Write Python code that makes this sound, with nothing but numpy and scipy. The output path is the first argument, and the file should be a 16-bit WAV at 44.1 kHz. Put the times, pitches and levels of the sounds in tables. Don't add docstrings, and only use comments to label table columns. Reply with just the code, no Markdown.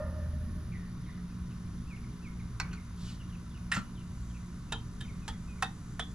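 import sys
import numpy as np
from scipy import signal
from scipy.fft import rfft, irfft
from scipy.io import wavfile
from scipy.ndimage import uniform_filter1d

SR = 44100
rng = np.random.default_rng(int(sys.argv[2]) if len(sys.argv) > 2 else 0)


def magnitude_from_level(level_db):
    exponent = np.asarray(level_db, float) / 20
    return 10 ** exponent


def int16_out(signal):
    q = np.round(np.clip(np.atleast_2d(signal).T, -1, 1) * 32767)
    wavfile.write(sys.argv[1], SR, q.astype(np.int16))


N = 270774

# time_s, level_db
TRAFFIC = [(0.3, -41), (1.0, -41), (1.45, -41.5), (2.1, -43.5), (2.25, -46), (2.4, -43), (2.9, -45),
           (3.2, -41.5), (3.5, -44.5), (4.1, -41.5), (4.35, -46), (4.55, -43), (6.1, -44)]
# pitch_hz, density_db
RUMBLE = [(8.8, -57), (15, -3.5), (64, 3), (146, -1), (177, -4), (206, -5.5), (241, -9), (258, -32),
          (291, -20), (382, -21.5), (900, -47), (1170, -63), (1980, -120)]
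# pitch_hz, density_db
RUSTLE = [(290, -29), (500, -10.5), (742, -10), (805, -11), (1010, -10), (1050, -4.5), (1440, -6),
          (2080, -15), (2160, -15.5), (2780, -17), (5520, -17), (6060, -16), (8000, -24.5), (10400, -68),
          (17600, -120)]
# time_s, treble_lift_db
BREEZE = [
    (0, -6),
    (1.1, -3),
    (1.6, 0),
    (3.9, 1),
    (4.25, 7),
    (4.6, 2.5),
    (6.14, 7.5),
]
# pitch_hz, density_db
HISS = [(4410, -40), (7500, -12), (8650, -13.5), (10200, 0.5), (10600, 3), (11400, -17), (11700, -22),
        (11900, -41), (12700, -20), (13300, -13), (14000, -23), (14600, -38), (15500, -40)]
# pitch_hz, likeness (-1 to 1)
SIDE_LIKENESS = [(60, 0.97), (130, 1), (290, 0.87), (640, 0.65), (1410, 0.81), (3100, 0.37), (6820, 0.98),
                 (15000, -1)]
# pitch_hz, left_over_right_db
AIR_LEAN = [(60, 0), (290, -1), (640, -2), (1410, 0.5), (3100, 3.5), (6820, -2.5), (10000, 8), (15000, 17)]
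# pitch_hz, width_hz, level_db
FAN_ORDERS = [(57.4, 6.5, -49.5), (117.86, 9.1, -50.5), (287, 24.5, -62.5), (346.7, 14, -69),
              (414, 3.8, -71.5)]
# pitch_hz, width_hz, level_db
HIGH_WHINES = [(10560, 150, -76), (13400, 120, -87.5)]
# pitch_hz, width_hz, level_db
RIDGES = [(991, 40, 0), (2050, 17, -9), (3720, 220, -6), (4740, 330, -12), (4950, 43, -10), (5210, 56, -12),
          (5930, 150, -9), (6930, 100, -12), (7330, 180, -16), (8660, 55, -25)]
THIRD_HZ, THIRD_DB = 178.1, -49.5
FOURTH_HZ, FOURTH_DB = 232.6, -56
TWIN_DB, TWIN_OFF_S, TWIN_FADE_S = -53, 3.78, 0.35
SLIP_START_S, SLIP_END_S, SLIP_HZ = 1.447, 2.684, 3.098

CUT_S = 0.69
# pitch_hz, level_db, t60_s, waver_width_hz
FIRST_TONES = [(610, -55, 1.7, 61), (563, -45.5, 0.97, 41), (1227, -56.5, 0.97, 21), (1396, -60, 0.71, 30),
               (856, -62, 0.75, 33), (1817, -54.5, 0.44, 40), (1780, -60.5, 3.6, 110),
               (950, -54.5, 1.1, 440)]
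# level_db, t60_s
STEEL = [(-54, 1.1), (-46, 1.5), (-51.5, 1.5), (-56, 1.9), (-58.5, 2.2), (-52, 1.8), (-62, 1.4)]
STEEL_HZ = [622, 615, 609.5, 602.5, 597, 587, 555.5]
STEEL_IN_STEP_S = .025
# time_s, level_db
MOTOR = [
    (0, -41.5),
    (.3, -35),
    (.68, -44),
]
MOTOR_HZ = 79
# pitch_hz, level_db
THIN_WHINES = [(10627, -70), (13345, -82)]

# start_s, length_s, end_pitch_hz, level_db
CHIRPS = [(0.718, 0.057, 2020, -54.5), (1.061, 0.052, 1900, -58), (1.03, .04, 3150, -69),
          (1.06, .1, 3500, -70), (1.12, .09, 1780, -66), (1.298, .031, 2450, -65),
          (1.505, 0.026, 2620, -63), (2.713, 0.016, 2470, -56)]
# start_s, length_s, end_pitch_hz, level_db
FALLS = [(1.902, 0.05, 2140, -54.5), (1.964, 0.015, 2400, -61), (2.038, 0.012, 2040, -59),
         (2.246, 0.041, 2120, -54), (2.395, 0.022, 2080, -57.5), (2.612, 0.042, 2190, -52.5),
         (2.77, 0.02, 2076, -55.5), (5.045, .018, 2110, -58), (5.08, 0.031, 2110, -57.5),
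         (5.327, 0.029, 1940, -62), (5.582, .021, 1970, -61)]
LIFTS = [1.869, 2.22, 4.69]
# start_s, length_s, end_pitch_hz, level_db
HELD = [
    (5.221, 0.042, 2450, -63),
    (5.479, 0.06, 2450, -60),
]
# start_s, length_s, start_pitch_hz, level_db
DROPS = [
    (3.073, 0.036, 3080, -56),
    (3.194, 0.04, 3020, -58.5),
    (3.323, 0.038, 2960, -60),
    (3.542, 0.041, 2950, -60),
    (3.972, 0.05, 3100, -61),
    (4.34, 0.04, 2680, -60.5),
]
# start_s, end_pitch_hz
GRACES = [(3.288, 3140), (3.504, 3300), (3.952, 3300), (4.299, 3050)]
COO_S, COO_LENGTH_S, COO_HZ, COO_DB = .775, .12, 1830, -61.5
LIFT_LENGTH_S, LIFT_HZ, LIFT_DB = 0.033, 2760, -64.5
GRACE_LENGTH_S, GRACE_DB = 0.023, -65.5
FALL_RATIO, HELD_RATIO, LIFT_RATIO, CHIRP_RATIO, DROP_RATIO = 1.25, 1.06, .92, 1.15, 1.3
NEAR_ROUGH, COO_ROUGH, DROP_ROUGH, FAR_ROUGH = 0.15, .55, .62, .8
GLIDE_BEND, DROP_BEND = 1.83, .42

# start_s, peak_db, chatter_t60_s, crack_over_modes_db, first_touch_over_chatter_db
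KNOCKS = [
    (2.5996, -21.5, 0.053, 8.5, 10),
    (2.729, -39.5, 0.11, -2, -4),
    (3.7156, -20, 0.12, 0.5, -14),
    (3.744, -28, 0.18, 10, 1),
    (3.761, -27, 0.2, 4, -12),
    (4.721, -24.5, 0.077, -1, -13),
    (5.006, -36.5, 0.11, -1, -6),
    (5.279, -30, 0.097, 3.5, -6),
    (5.6229, -18.5, 0.065, 6.5, -12),
    (5.994, -25, 0.09, -0.5, -3),
]
# time_s, level_over_chatter_start_db
BOUNCES = [(2.6028, -15), (2.612, -10), (2.619, -12), (2.7363, 2), (3.7176, -3), (3.7204, 1), (3.723, 0),
           (3.7295, -7), (3.736, -5), (3.74, -8), (3.75, 4), (3.753, -2), (3.7588, -7), (3.767, 1),
           (3.77, 2), (3.778, -3), (3.7852, -3), (3.791, -9), (4.7239, 2.5), (4.7262, 3), (4.7286, -3),
           (4.7319, 2), (4.7388, -9), (4.7508, -12), (5.011, 8), (5.0162, -2), (5.022, -2), (5.2822, -6),
           (5.288, -7), (5.2968, -14), (5.625, 4.5), (5.6273, -4), (5.6306, 0), (5.635, -6), (5.64, -8),
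           (5.644, -9), (5.648, -9), (5.656, -14), (5.664, -16), (5.9963, 3), (6.0005, -2), (6.0033, -6),
           (6.0094, -7), (6.024, -10)]
# pitch_hz, width_hz, level_db
BODIES = [
    [(1000, 140, -3), (1500, 49, 6), (1950, 66, -9), (2730, 87, -12), (4380, 200, 4), (5600, 94, -5),
     (5760, 80, -7), (6800, 90, -28), (7500, 92, -20)],
    [(1424, 38, 2), (2600, 400, -11), (4000, 42, -19), (4400, 200, -11), (6070, 71, -10), (6960, 44, -10)],
    [(1370, 90, -2), (1867, 60, 2.5), (2670, 230, -6), (3920, 160, -9), (5310, 50, -8), (6130, 42, -17),
     (6380, 32, -30), (7600, 120, -5), (8970, 100, -3), (9880, 30, -34)],
    [(1790, 87, -11), (1990, 53, 13), (2800, 240, -2), (5100, 110, -12), (6150, 110, -18), (7340, 84, 0),
     (8900, 100, -8)],
    [(1377, 43, 4.5), (2700, 200, -11), (4370, 33, -12), (5960, 35, -17), (7150, 60, -8), (8240, 67, -12),
     (8900, 51, -20)],
]
# pitch_hz, width_hz, level_db
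LEVER_BODIES = [
    [(830, 100, -4.5), (1410, 31, -2), (1730, 38, -9), (2680, 110, -8), (3100, 55, -6), (3740, 72, -4),
     (5900, 42, -16), (7070, 46, -10), (7600, 32, -11)],
    [(1730, 84, -13), (3160, 40, 4), (3700, 57, 11), (5200, 25, -7), (5460, 58, -13)],
    [(850, 93, 2.5), (1270, 26, 4), (1720, 64, -14), (3140, 100, -3), (4030, 37, -12), (7730, 34, -5),
     (8700, 190, -21), (9100, 34, -17)],
    [(750, 41, 1), (1070, 25, -17), (1430, 99, -2), (1480, 15, -13), (1810, 69, 1.5), (2620, 20, 3.5),
     (3020, 110, -6), (3740, 66, 0), (6300, 41, -10)],
    [(732, 25, 2), (1273, 76, -8), (3100, 36, -9), (3390, 92, -5), (3700, 48, -3), (5600, 58, -13),
     (6360, 150, -14), (7300, 32, -13), (8800, 39, -13)],
]
# pitch_hz, density_db
CRACKS = [
    [(290, -56), (500, -59), (771, -5.5), (1480, -6), (2450, -7), (2790, -5), (3040, -18), (5040, -11.5),
     (5490, -3.5), (15800, -40)],
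    [(530, -51), (900, -16), (1450, -7), (3610, -23), (4320, -12), (10900, -45), (15800, -56)],
    [(290, -61), (500, -40), (900, -14), (1830, 1), (2150, -11), (2710, -9), (5820, -16.5), (9100, -17),
     (12000, -34), (15800, -45)],
    [(290, -51), (500, -18), (1830, -3), (2240, -10), (4110, -14), (7330, -9), (15800, -39)],
    [(210, -43), (350, -13.5), (1380, -3), (2330, -14), (7330, -19), (13200, -33), (15800, -50)],
]
# pitch_hz, density_db
LEVER_CRACKS = [
    [(240, -42), (400, -10), (1750, -5), (2170, -17), (3710, -4), (4270, -13), (9930, -11), (12000, -35),
     (15800, -50)],
    [(350, -48), (600, -14), (1720, -12), (2290, -17), (3650, -14), (9760, -12), (15800, -50)],
    [(240, -39), (400, -19), (1570, -11), (1720, -4), (2380, -16), (3230, -11.5), (9780, -16), (15800, -53)],
    [(240, -52), (400, -58), (751, -7), (1830, -9), (2820, -32), (3660, -17), (9480, -22), (15800, -49)],
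    [(240, -43), (400, -13), (587, -36), (751, -5), (1950, -7), (3440, -30), (4400, -22.5), (9780, -16),
     (15800, -65)],
]
# pitch_hz, level_db
TREBLE = [(3500, -40), (5500, 0)]
# start_s, pitch_hz, level_db, t60_s, cluster_width_hz
RINGS = [
    (2.6, 1500, -54, 0.6, 81),
    (2.6, 1118, -47.5, 0.45, 750),
    (3.72, 2890, -60, 0.5, 140),
    (3.772, 261.6, -34, 0.071, 3.1),
    (3.772, 190.2, -34.5, 0.18, 11),
    (4.724, 885, -44.5, 0.23, 180),
    (5.624, 830, -42.5, 0.21, 200),
    (5.01, 1730, -44.5, 0.059, 100),
]
# start_s, lower_hz, lower_db, upper_hz, upper_db
LEVER = [
    (4.724, 3180, -42, 3740, -42),
    (5.01, 3150, -52.5, 3640, -53),
    (5.283, 3330, -48, 3700, -60),
    (5.625, 3290, -49, 3637, -39.5),
    (5.997, 3406, -40, 3580, -53),
]
# lower_t60_s, upper_t60_s
LEVER_T60 = [(0.18, .14), (0.19, 0.17), (0.17, 0.14), (0.16, 0.15), (.2, .16)]
# start_s, pitch_hz, level_db, t60_s
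PINGS = [(2.6, 1470, -38.5, .1), (2.6, 1970, -39.5, 0.066), (2.6, 2630, -43, .06), (2.6, 4290, -40, 0.035),
         (2.6, 4850, -44, 0.045), (2.6, 5510, -46, .06), (2.606, 1047, -41, 0.089),
         (3.718, 1780, -33, 0.11), (3.718, 1343, -35, .05), (3.722, 2700, -37, .08), (3.72, 7547, -45, .06),
         (3.718, 8900, -43, .08), (3.745, 7250, -46, .12), (3.745, 1810, -43, .12), (3.762, 1370, -36, 0.1),
         (3.775, 196, -32, .08), (4.722, 1430, -41, .08), (4.7225, 3740, -37, .1), (4.727, 3140, -45, 0.14),
         (4.73, 850, -35, .04), (4.728, 1730, -46, .1), (5.624, 1746, -34, 0.036),
         (5.624, 1886, -29, 0.048), (5.625, 1290, -33, .045), (5.626, 1047, -32, .04),
         (5.627, 765, -32.5, 0.08), (5.634, 3690, -43, 0.13), (5.625, 2605, -38, 0.058),
         (5.625, 6300, -45, .04),
         (5.0065, 1744, -48, .05), (5.011, 3133, -48, .07), (5.2795, 1760, -42, .05),
              (5.281, 1265, -43, .05), (5.283, 899, -41, .066), (5.282, 3219, -43, .03),
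              (5.9942, 1450, -30, .025), (5.9942, 1750, -33, .025), (5.6245, 1500, -28, .04),
              (2.6, 2250, -40, .07), (3.7195, 1900, -33, .07), (5.9955, 1270, -40, .07),
              (5.997, 732, -37, .07), (6.002, 3112, -43, .055), (5.997, 3731, -43, .07),
              (6.004, 3402, -46, .1), (4.7213, 1350, -38, .025), (4.76, 950, -48, .08),
              (5.644, 900, -42, .06), (5.654, 1850, -47, .05), (3.724, 2950, -40, .06),
              (3.726, 2050, -38, .08), (3.765, 1750, -42, .06), (3.774, 8200, -54, .03)]
# pitch_hz, left_lift_db
HANDS_LEAN = [(130, 8.5), (640, -1.5), (1410, 1.5), (3100, 1.5), (5000, 0.5), (6820, -5), (10000, 1.5),
              (15000, -2)]
# pitch_hz, density_db
CLOTH = [(900, -12), (2000, -12), (3800, -1.5), (7000, -8), (11000, -21), (15000, -35)]
HANDS_PAN_DB = -2.5
TOUCH_RISE_S, BOUNCE_T60_S, PING_RISE_S = 0.0011, 0.0088, .001
TREBLE_FLASH_DB, TREBLE_T60_S, TREBLE_LOSS = -5, 0.04, 0.3
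RING_CLEAR = .4
PAIR_WIDTH_HZ = 150
FRAME_HZ, FRAME_DB, FRAME_T60_S, FRAME_WIDTH_HZ = 456.2, -12.5, 0.28, 14
BRUSH_S, BRUSH_LENGTH_S, BRUSH_DB, BRUSH_EDGE_DB = 2.95, 0.24, -54.5, -14.5

# pitch_hz, phase_rad
PORT_LAG = [(100, 0.013), (1000, -0.39), (2800, -0.81), (4500, -1.19), (7600, -1.42), (12000, -1.76)]


def evened(x):
    return x / np.sqrt(np.mean(x ** 2) + 1e-20)


def read(points, hz):
    f, value = np.transpose(points)
    return np.interp(np.log(hz + 1), np.log(f + 1), value)


def add(mix, s, sound, pan_db):
    part = mix[:, round(s * SR):][:, :len(sound)]
    part += magnitude_from_level([[pan_db / 2], [-pan_db / 2]]) * sound[:part.shape[1]]


def coloured(x, points):
    gain = magnitude_from_level(read(points, np.fft.rfftfreq(len(x), 1 / SR)))
    return irfft(rfft(x) * gain, len(x))


def resonate(x, hz, width):
    turn = np.exp(2j * np.pi * np.cumsum(hz * np.ones(len(x))) / SR)
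    r = np.exp(-np.pi * width / SR)
    return 2 * (turn * signal.lfilter([1 - r], [1, -r], x / turn)).real


def fuzzy(hz, width, count):
    once = resonate(rng.standard_normal(count + 8192), hz, width)
    return evened(resonate(once, hz, 2 * width)[8192:])


def tone(curve, hz, drift_hz):
    t = np.arange(N) / SR
    drift = drift_hz * evened(uniform_filter1d(rng.standard_normal(N), 2000))
    level = magnitude_from_level(np.interp(t, *np.transpose(curve)))
    return level * np.sqrt(2) * np.sin(2 * np.pi * np.cumsum(hz + drift) / SR)


def noise_bed(points, patchy_db, treble_db=0):
    hz = np.fft.rfftfreq(2048, 1 / SR)
    a, b, c, d, patches = rng.standard_normal((N // 512 + 5, 1025, 5)).T
    patches = evened(uniform_filter1d(uniform_filter1d(patches, 12, 0), 8, 1))
    same = read(SIDE_LIKENESS, hz)[:, None]
    lean = magnitude_from_level(read(AIR_LEAN, hz) / 2)[:, None]
    left = a + 1j * b
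    right = same * left + np.sqrt(1 - same ** 2) * (c + 1j * d)
    z = np.array([left * lean, right / lean])
    ripple_db = 1.6 * evened(uniform_filter1d(rng.standard_normal(1025), size=3))
    top = np.clip((hz - 5500) / 2000, 0, 1)[:, None]
    z *= magnitude_from_level((read(points, hz) + ripple_db)[:, None] + patchy_db * patches + top * treble_db)
    return evened(signal.istft(z, nperseg=2048, noverlap=1536)[1][:, :N])


def background():
    t = np.arange(N) / SR
    waves = [np.sin(2 * np.pi * (f * t + rng.random())) / np.sqrt(f) for f in np.geomspace(.3, 3, num=12)]
    traffic_db = np.interp(t, *np.transpose(TRAFFIC)) + 1.2 * evened(sum(waves)) - 0.28
    rumble = magnitude_from_level(traffic_db) * noise_bed(RUMBLE, patchy_db=0.5)
    frame_s = np.arange(N // 512 + 5) * 512 / SR
    breeze_db = np.interp(frame_s, *np.transpose(BREEZE))
    rustle = magnitude_from_level(-59.5) * noise_bed(RUSTLE, patchy_db=.7, treble_db=breeze_db)
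    return rumble + rustle + magnitude_from_level(-71) * noise_bed(HISS, patchy_db=0.5)


def fans():
    t = np.arange(N) / SR
    slip = SLIP_HZ * np.clip((t - SLIP_START_S) / (SLIP_END_S - SLIP_START_S), 0, 1)
    twin = magnitude_from_level(TWIN_DB) * (t > CUT_S) * np.clip(1 - (t - TWIN_OFF_S) / TWIN_FADE_S, 0, 1)
    both = magnitude_from_level(THIRD_DB) + twin * np.exp(-2j * np.pi * np.cumsum(slip) / SR)
    third = np.sqrt(2) * (both * np.exp(2j * np.pi * THIRD_HZ * t)).imag
    return third + tone([(0, FOURTH_DB)], FOURTH_HZ, drift_hz=0.81)


def hum():
    orders = sum(magnitude_from_level(db) * fuzzy(hz, w, count=N) for hz, w, db in FAN_ORDERS + HIGH_WHINES)
    ridges = sum(magnitude_from_level(db - 71.5) * fuzzy(hz, max(w, 30), count=N) for hz, w, db in RIDGES)
    return fans() + orders + ridges


def first_moment():
    t = np.arange(SR) / SR
    sound = tone(MOTOR, MOTOR_HZ, drift_hz=0.38)[:SR]
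    for hz, db, t60, width in FIRST_TONES:
        sound += magnitude_from_level(db - 60 * t / t60) * fuzzy(hz, width, count=SR)
    for hz, (db, t60) in zip(STEEL_HZ, STEEL):
        sound += magnitude_from_level(db + 1.5 - 60 * t / t60) * np.cos(2 * np.pi * hz * (t - STEEL_IN_STEP_S))
    for hz, db in THIN_WHINES:
        sound += tone([(0, db)], hz, drift_hz=2.5)[:SR]
    return np.pad(sound * np.clip((CUT_S - t) / 0.011, 0, 1), (0, N - SR))


def bird():
    out = np.zeros((2, N))
    notes = [(*n, CHIRP_RATIO, FAR_ROUGH) for n in CHIRPS]
    notes += [(COO_S, COO_LENGTH_S, COO_HZ, COO_DB, 1, COO_ROUGH)]
    notes += [(*n, FALL_RATIO, NEAR_ROUGH) for n in FALLS]
    notes += [(s, LIFT_LENGTH_S, LIFT_HZ, LIFT_DB, LIFT_RATIO, NEAR_ROUGH) for s in LIFTS]
    notes += [(s, GRACE_LENGTH_S, hz, GRACE_DB, CHIRP_RATIO, FAR_ROUGH) for s, hz in GRACES]
    notes += [(*n, HELD_RATIO, NEAR_ROUGH) for n in HELD]
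    notes = [(*n, GLIDE_BEND) for n in notes]
    notes += [(s, d, hz / DROP_RATIO, db, DROP_RATIO, DROP_ROUGH, DROP_BEND) for s, d, hz, db in DROPS]
    for s, length, end_hz, db, ratio, rough, bend in notes:
        u = np.arange(round(length * SR)) / (length * SR)
        hz = end_hz * (1 + (ratio - 1) * (1 - u) ** bend)
        clear = np.sqrt(2) * np.sin(2 * np.pi * np.cumsum(hz) / SR)
        smear = evened(resonate(resonate(rng.standard_normal(len(u)), hz, 330), hz, 330))
        note = (1 - rough) * clear + rough * smear
        add(out, s, magnitude_from_level(db) * note * np.sin(np.pi * u) ** 0.13, -.6)
    return out


def yard(x, t60, first_s):
    taps = np.zeros((2, SR // 2))
    at = np.arange(round(first_s * SR), SR // 2 - 20, 20)
    at = at + rng.integers(0, 20, (2, len(at)))
    np.put_along_axis(taps, at, rng.choice([-1., 1.], at.shape) * magnitude_from_level(-60 * at / SR / t60), 1)
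    taps = signal.lfilter([1], [1, -.6], taps)
    return signal.fftconvolve(x.mean(0)[None], taps / np.linalg.norm(taps[0]), axes=1)[:, :N]


def knock(bounces, t60, crack_db, strike_db, body, crack):
    t = np.arange(SR // 4) / SR
    force = magnitude_from_level(-60 * t / t60) * (1 - np.exp(-t / TOUCH_RISE_S))
    force += magnitude_from_level(strike_db - 60 * t / 0.014)
    for s, db in bounces:
        force += (t > s) * magnitude_from_level(db - 60 * abs(t - s) / BOUNCE_T60_S)
    spiky = rng.standard_normal(len(t)) * magnitude_from_level(1.54 * rng.exponential(1, len(t)))
    lines = rfft(force * spiky)
    chatter = irfft(lines / uniform_filter1d(abs(lines), size=70), len(t))
    gate = (1 - np.exp(-t / .0003)) * np.clip((.2 - t) / .05, 0, 1)
    modes = sum(magnitude_from_level(db) * resonate(gate * chatter, hz, max(w, 30 + hz / 70)) for hz, w, db in body)
    modes = signal.sosfilt(signal.butter(3, 9500, fs=SR, output="sos"), modes)
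    sound = gate * (evened(modes) + magnitude_from_level(crack_db) * evened(coloured(chatter, crack)))
    treble_gain = magnitude_from_level(TREBLE_FLASH_DB - 60 * t / TREBLE_T60_S) - TREBLE_LOSS
    sound = sound + gate * coloured(sound, TREBLE) * treble_gain
    return sound / np.sqrt(uniform_filter1d(sound ** 2, 200).max() * 6)


def contacts():
    out = np.zeros((2, N))
    for (s, db, t60, crack_db, strike_db), body, crack in zip(KNOCKS, BODIES + LEVER_BODIES,
                                                              CRACKS + LEVER_CRACKS):
        later = min([k[0] for k in KNOCKS if k[0] > s] + [s + .1])
        bounces = [(b - s, lift_db) for b, lift_db in BOUNCES if s < b < later]
        add(out, s, magnitude_from_level(db) * knock(bounces, t60, crack_db, strike_db, body, crack), HANDS_PAN_DB)
    return out


def ringing():
    out, t = np.zeros((2, N)), np.arange(SR // 2) / SR
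    rings = list(RINGS)
    for (s, low_hz, low_db, up_hz, up_db), (low_t60, up_t60) in zip(LEVER, LEVER_T60):
        rings.append((s, low_hz, low_db, low_t60, PAIR_WIDTH_HZ))
        rings.append((s, up_hz, up_db, up_t60, PAIR_WIDTH_HZ))
        rings.append((s, FRAME_HZ, max(low_db, up_db) + FRAME_DB, FRAME_T60_S, FRAME_WIDTH_HZ))
    for s, hz, db, t60, width in rings:
        clear = np.sqrt(2) * np.sin(2 * np.pi * hz * t)
        cluster = fuzzy(hz, width, count=len(t)) + RING_CLEAR * clear
        add(out, s, magnitude_from_level(db - 60 * t / t60) * cluster * (1 - np.exp(-t / 0.004)), -2.)
    for s, hz, db, t60 in PINGS:
        clear = np.sqrt(2) * np.sin(2 * np.pi * hz * t)
        add(out, s, magnitude_from_level(db - 60 * t / t60) * clear * (1 - np.exp(-t / PING_RISE_S)), HANDS_PAN_DB)
    return out


def brush():
    out = np.zeros((2, N))
    u = np.linspace(-1, 1, round(BRUSH_LENGTH_S * SR))
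    cloth = evened(coloured(rng.standard_normal(len(u)), CLOTH)) * signal.windows.tukey(len(u), .3)
    add(out, BRUSH_S, magnitude_from_level(BRUSH_DB + BRUSH_EDGE_DB * u ** 2) * cloth, -.4)
    return out


def controls():
    metal = contacts() + ringing()
    return np.array([coloured(metal[0], HANDS_LEAN), metal[1]]) + brush()


def scene():
    air = background() + (hum() + first_moment()) * magnitude_from_level([[-.3], [.3]])
    song, hands = bird(), controls()
    far = song + magnitude_from_level(-9.5) * yard(song, t60=0.43, first_s=0.013)
    near = hands + magnitude_from_level(-14.5) * yard(hands, t60=0.2, first_s=.004)
    return air + far + near


def roll_off(x):
    return signal.sosfilt(signal.butter(12, 15900, fs=SR, output="sos"), x)


def record(dry):
    lag = np.exp(1j * read(PORT_LAG, np.fft.rfftfreq(N, 1 / SR)))
    ports = np.array([irfft(rfft(dry[0]) * lag, N), dry[1]])
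    ports = signal.sosfilt(signal.butter(6, 16400, fs=SR, output="sos"), ports)
    return roll_off(ports)


dry = scene()
out = record(dry)
int16_out(out)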